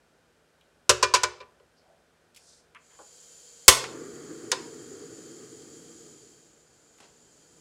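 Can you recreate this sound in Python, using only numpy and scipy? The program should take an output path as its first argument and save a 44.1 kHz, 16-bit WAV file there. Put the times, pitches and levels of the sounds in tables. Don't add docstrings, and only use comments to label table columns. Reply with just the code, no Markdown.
import sys
import numpy as np
from scipy import signal
from scipy.fft import rfft, irfft, next_fast_len
from scipy.io import wavfile
from scipy.ndimage import map_coordinates

SR = 44100
rng = np.random.default_rng(int(sys.argv[2]) if len(sys.argv) > 2 else 0)


def file_out(sig):
    cols = np.atleast_2d(sig).T
    lim = np.clip(cols, -1, 1)
    pcm = np.round(lim * 32767).astype(np.int16)
    wavfile.write(sys.argv[1], SR, pcm)


N = 335368
T = np.arange(N) / SR

# frequency_hz, relative level_db
AIR_COLOUR = [(20, -23.5), (60, 0), (95, -5), (160, -7), (270, -4.5), (480, -0.5), (750, -5.5),
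              (1100, -10.5), (1500, -6), (2100, -14), (3200, -16.5), (8500, -21.5), (12000, -29),
              (16000, -38.5)]
# pitch_hz, level_db before HUM_GAIN_DB
HUM_TONES = [(161.5, -78), (236.9, -82.5), (1529, -88), (2412, -88), (3160, -89), (5006, -94.5)]
# frequency_hz, t60_s
WALL_DECAY = [(100, 0.22), (500, 0.74), (1500, .39), (5000, 0.39), (8000, 0.31), (14000, 0.23)]
# start_s, level_db, pitch_hz, width_octaves, hold_s
TAPS = [(0.61, -61.5, 3030, 0.55, 0.0036), (2.347, -54.5, 4950, 1.8, .0005),
        (2.362, -52.5, 4900, 2.55, 0.013), (2.748, -50, 1770, 1.5, 0.022), (2.99, -51, 730, 2.26, 0.026),
        (3.84, -34, 1740, 2.3, 0.0042), (4.526, -30.5, 1280, 1.7, 0.006), (6.985, -58, 2200, 3, 0.00045),
        (7.002, -50.5, 1400, 5.8, 0.0018)]
# start_s, length_s, level_db, centre_hz, width_octaves
FINGER_RUBS = [(1.764, 0.045, -70, 4800, .2), (1.826, 0.12, -65, 670, 0.52), (2.357, 0.26, -63, 6500, 1.15),
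               (2.461, 0.098, -61.5, 5400, 1.06), (2.886, 0.083, -66, 1600, 2.3),
               (7.002, 0.062, -57, 1550, 4.8)]
# start_s, clatter_db, chatter_s, knock_db (dull), clank_db
PAN_BLOWS = [(0.8935, -15.5, 0.014, -15, -19.5), (1.027, -21.5, 0.015, -21, -16),
             (1.1385, -20.5, 0.024, -24.5, -16.5), (1.2342, -22, 0.0082, -25.5, -22.5),
             (1.403, -53.5, 0.028, -43.5, -42), (1.599, -67.5, .002, -54.5, -65)]
# pitch_hz, relative level_db, t60_s
PAN_LOW_MODES = [(71.4, -19, 0.28), (92.3, -22.5, 0.2), (117, -20.5, 0.32), (374, -11, 0.32),
                 (423.4, -2, 0.13), (502, 3, 0.079), (587, -2, 0.13)]
PAN_HIGH_MODES = [(987, -4, 0.18), (1019, 5, 0.084), (1107, -6.5, 0.079), (1180, -11, 0.19),
                  (1470, -9, 0.18), (1750, -20, 0.3), (1907, -14, 0.14), (2355, -11, 0.16),
                  (4457, -16, 0.091), (5006, -15.5, .13)]
# frequency_hz, relative level_db
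PAN_SHEET = [(200, -27.5), (400, -2), (750, -8), (1100, 0.5), (1500, 1.5), (2000, -5.5), (2600, -0.5),
             (3400, -5), (4700, -3.5), (7000, -4), (10000, -10), (15000, -15.5)]
# start_s, clatter_db, chatter_s, knock_db (dull), clank_db
IGNITER_BLOWS = [(3.6804, -2, 0.0075, -11, -20), (4.5166, -21.5, 0.0036, -40, -35),
                 (4.528, -41, 0.0071, -29, -46.5)]
# pitch_hz, relative level_db, t60_s
CASE_LOW_MODES = [(127, -27, 0.73), (280, -21, 0.22), (384, -2.5, .11), (512, 2.5, 0.073)]
CASE_HIGH_MODES = [(1019, 2.5, 0.24), (1067, -0.5, 0.21), (1453, 2, 0.096), (1824, 2, 0.11),
                   (2980, -1, 0.08), (3400, -1.5, 0.17), (3710, 0, 0.065), (3730, -2, 0.12),
                   (4110, -2, 0.068), (4570, 0, .14), (5930, -3, 0.098), (6210, 2, 0.064),
                   (6500, -0.5, 0.078), (7800, 3, 0.045), (7870, 2, 0.05)]
# frequency_hz, relative level_db
CASE_SHEET = [(60, -33.5), (220, -22), (400, -3.5), (780, -9.5), (1100, 1.5), (1800, 1), (2400, 0.5),
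              (3500, 1), (6000, 2), (8500, 0), (11000, -6.5), (15000, -12)]
# (as hiss, before JET_GAIN_DB)
FLOW_CURVE = [(2.85, -65), (3.05, -57.5), (3.19, -55), (3.8, -54), (4.29, -54), (4.66, -53.5), (5.5, -54.5),
              (6.1, -56), (6.62, -66.5), (7.6, -62.5)]
# frequency_hz, relative level_db
JET_HISS = [(200, -42), (450, -10.5), (1000, -19.5), (2500, -15), (3800, -12), (4700, -4), (5500, -9),
            (7100, 2), (8700, -12.5), (10000, -14), (11000, -14.5), (12000, -24.5), (14500, -23.5),
            (16000, -32)]
# centre_hz, width_hz (6 dB down), relative level_db
TUBE_RESONANCES = [(476, 79, -0.5), (3166, 180, -3.5), (4603, 280, -6), (6620, 40, 4.5), (6940, 31, 12.5),
                   (7030, 52, 10), (7150, 81, 3), (7480, 83, 1.5), (7740, 200, -0.5), (9130, 770, -8.5)]
# frequency_hz, relative level_db
RUMBLE_COLOUR = [(30, -26), (85, -9), (150, 2.5), (200, -3.5), (300, -10.5), (600, -31.5), (2000, -71)]
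# frequency_hz, relative level_db
ROAR_COLOUR = [(40, -55), (100, -27.5), (200, -18), (280, -1), (370, -0.5), (470, -0.5), (540, -16.5),
               (620, -21), (800, -24), (1000, -41), (3000, -51.5)]
# frequency_hz, relative level_db
TIPS_COLOUR = [(600, -17), (1000, -8), (1200, 2.5), (1700, -1), (2100, -6), (3000, -20), (6000, -36.5)]

AIR_DB, HUM_GAIN_DB = -66.0, 2.5
CLICK_DB, CLICK_HOLD_S, CLICK_T60_S = -5.5, 0.0012, 0.016
CLICK_PITCH_RATIO = 1.94
TAP_T60_S = 0.052
GRAIN_DB, GRAINS_PER_S = 2, 240
CRACK_DB = 2.5
DB_PER_OCTAVE = 22
THUMP_DB, THUMP_LAG_S, THUMP_HOLD_S, THUMP_T60_S = -24, 0.0027, 0.006, 0.048
VALVE_S, VALVE_RISE_S, JET_GAIN_DB = 2.78, 0.069, 2.5
LIT_S, SPREAD_S = 3.72, 0.24
ROAR_DB, USUAL_FLOW_DB = -54.5, -55
ROAR_PER_FLOW = 1.6
SURGE_DB, SETTLE_S = 13, 1.6
BURNER_GAIN_DB = -1.5
TOP_HZ = 15800


def amp(db):
    return 10 ** (np.asarray(db) / 20)


def unit(x):
    return x / np.sqrt(np.mean(x ** 2) + 1e-20)


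def along(points, hz):
    f, v = np.transpose(points)
    return np.interp(np.log(hz + 1), np.log(f + 1), v)


def wobble(rate):
    knots = rng.standard_normal(int(N * rate / SR) + 4)
    return map_coordinates(knots, [T * rate])


def noise(gain, size=N):
    m = next_fast_len(size)
    spectrum = rfft(rng.standard_normal(m)) * gain(np.fft.rfftfreq(m, 1 / SR))
    return unit(irfft(spectrum, m)[:size])


def coloured(points):
    return noise(lambda hz: amp(along(points, hz)))


def below(hz, edge_hz, order=4):
    return 1 / np.sqrt(1 + (hz / edge_hz) ** (2 * order))


def band(centre_hz, octaves):
    low_hz = centre_hz / 2 ** (octaves / 2)
    high_hz = centre_hz * 2 ** (octaves / 2)

    def gain(hz):
        return below(hz, high_hz, order=9) * below(low_hz, hz + 1, order=9) / np.sqrt(hz + 1)

    return noise(gain, size=SR)


def burst(hold, t60):
    return amp(-60 * np.maximum(T[:SR] - hold, 0) / t60)


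def add(track, s, sound):
    part = track[round(s * SR):][:len(sound)]
    part += sound[:len(part)]


def ring(modes, rise, scatter_db, detune):
    hz, db, t60 = np.transpose(modes)[:, :, None]
    t = T[:SR]
    level = amp(db + scatter_db * rng.standard_normal(hz.shape) - 60 * t / t60)
    hz = hz * (1 + detune * rng.standard_normal(hz.shape))
    cycles = hz * t + rng.random(hz.shape)
    onset = 1 - np.exp(-t / rise)
    return (level * np.sin(2 * np.pi * cycles)).sum(0) * onset


def kitchen(x, wet_db, delay=0.0032):
    hz, t, z = signal.stft(rng.standard_normal(SR // 2), SR, nperseg=256)
    decay = amp(-60 * t / along(WALL_DECAY, hz)[:, None])
    tail = signal.istft(z * decay, SR, nperseg=256)[1]
    tail *= 1 - np.exp(-(T[:len(tail)] / delay) ** 2)
    tail /= np.linalg.norm(tail)
    return x + amp(wet_db) * signal.fftconvolve(x, tail)[:len(x)]


def background():
    hum = sum(amp(db + HUM_GAIN_DB) * np.sin(2 * np.pi * hz * T + 0.7 * wobble(1.6)) for hz, db in HUM_TONES)
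    return hum + amp(AIR_DB) * coloured(AIR_COLOUR)


def handling():
    out = np.zeros(N)
    for s, db, hz, octaves, hold in TAPS:
        click = band(CLICK_PITCH_RATIO * hz, octaves=3.2) * burst(CLICK_HOLD_S, CLICK_T60_S)
        body = band(hz, octaves) * burst(hold, TAP_T60_S)
        add(out, s, kitchen(amp(db) * (amp(CLICK_DB) * click + body), wet_db=-11))
    for s, length, db, hz, octaves in FINGER_RUBS:
        stroke = np.sqrt(np.abs(np.sin(np.pi * np.minimum(T[:SR] / length, 1))))
        grain = unit(amp(GRAIN_DB * wobble(GRAINS_PER_S)[:SR]))
        add(out, s, kitchen(amp(db) * band(hz, octaves) * stroke * grain, wet_db=-4.0))
    return out


def blows(rows, low_modes, high_modes, sheet, t60, wet_db, rise, detune, hard_edge_hz):
    out = np.zeros(N)
    for s, db, chatter, knock_db, clank_db in rows:
        edge_hz = hard_edge_hz * 2 ** (db / DB_PER_OCTAVE)

        def colour(hz):
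            return amp(along(sheet, hz)) * below(hz, edge_hz)

        bright = noise(lambda hz: colour(hz) * below(4500, hz + 1), size=SR)
        crack = amp(db + CRACK_DB) * bright * burst(chatter / 2, 0.019)
        crash = amp(db) * noise(colour, size=SR) * burst(chatter, t60)
        knock = amp(knock_db) * ring(low_modes, rise, scatter_db=0.2, detune=detune)
        clank = amp(clank_db) * ring(high_modes, rise / 2, scatter_db=2.5, detune=detune)
        add(out, s, crack + kitchen(crash, wet_db) + kitchen(knock + clank, wet_db=-18.5))
    return out


def pan():
    return blows(PAN_BLOWS, PAN_LOW_MODES, PAN_HIGH_MODES, PAN_SHEET, t60=0.06, wet_db=-13.5,
                 rise=0.0044, detune=0.011, hard_edge_hz=13850)


def thump():
    out = np.zeros(N)
    jolt = amp(THUMP_DB) * band(centre_hz=66, octaves=2.3) * burst(THUMP_HOLD_S, THUMP_T60_S)
    add(out, IGNITER_BLOWS[0][0] + THUMP_LAG_S, kitchen(jolt, wet_db=-14.0))
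    return out


def igniter():
    return blows(IGNITER_BLOWS, CASE_LOW_MODES, CASE_HIGH_MODES, CASE_SHEET, t60=0.049, wet_db=-10,
                 rise=0.0013, detune=0.0014, hard_edge_hz=15500)


def gas_flow():
    return np.interp(T, *np.transpose(FLOW_CURVE))


def tube_power(hz):
    return sum(amp(db) ** 2 / (1 + (2 * (hz - centre) / width) ** 2) ** 2
               for centre, width, db in TUBE_RESONANCES)


def jet():
    hiss = noise(lambda hz: np.sqrt(amp(along(JET_HISS, hz)) ** 2 + tube_power(hz)))
    opened = np.clip((T - VALVE_S) / VALVE_RISE_S, 0, 1)
    return opened * amp(gas_flow() + JET_GAIN_DB + 0.3 * wobble(24)) * hiss


def flame():
    surge_db = SURGE_DB * np.exp(-np.maximum(T - LIT_S, 0) / SETTLE_S)
    roar_db = ROAR_DB + ROAR_PER_FLOW * (gas_flow() - USUAL_FLOW_DB) + surge_db
    caught = np.clip((T - LIT_S) / SPREAD_S, 0, 1)
    flutter = wobble(25)
    rumble = amp(0.68 * roar_db - 25.5 + 0.8 * wobble(12)) * coloured(RUMBLE_COLOUR)
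    roar = amp(roar_db + 1.3 * flutter) * coloured(ROAR_COLOUR)
    tips = amp(1.304 * roar_db + 1.08 * flutter) * coloured(TIPS_COLOUR)
    return caught * (rumble + roar + tips)


def burner():
    return amp(BURNER_GAIN_DB) * (kitchen(jet(), wet_db=-7.5) + kitchen(flame(), wet_db=-9.5))


def scene():
    return (background() + handling() + pan() + thump() + igniter() + burner())[None]


def record(dry):
    clipped = np.clip(dry, -1, 1)
    m = next_fast_len(N + SR // 2)
    limit = below(np.fft.rfftfreq(m, 1 / SR), TOP_HZ, order=60)
    return irfft(rfft(clipped, m) * limit, m)[..., :N]


dry = scene()
out = record(dry)
file_out(out)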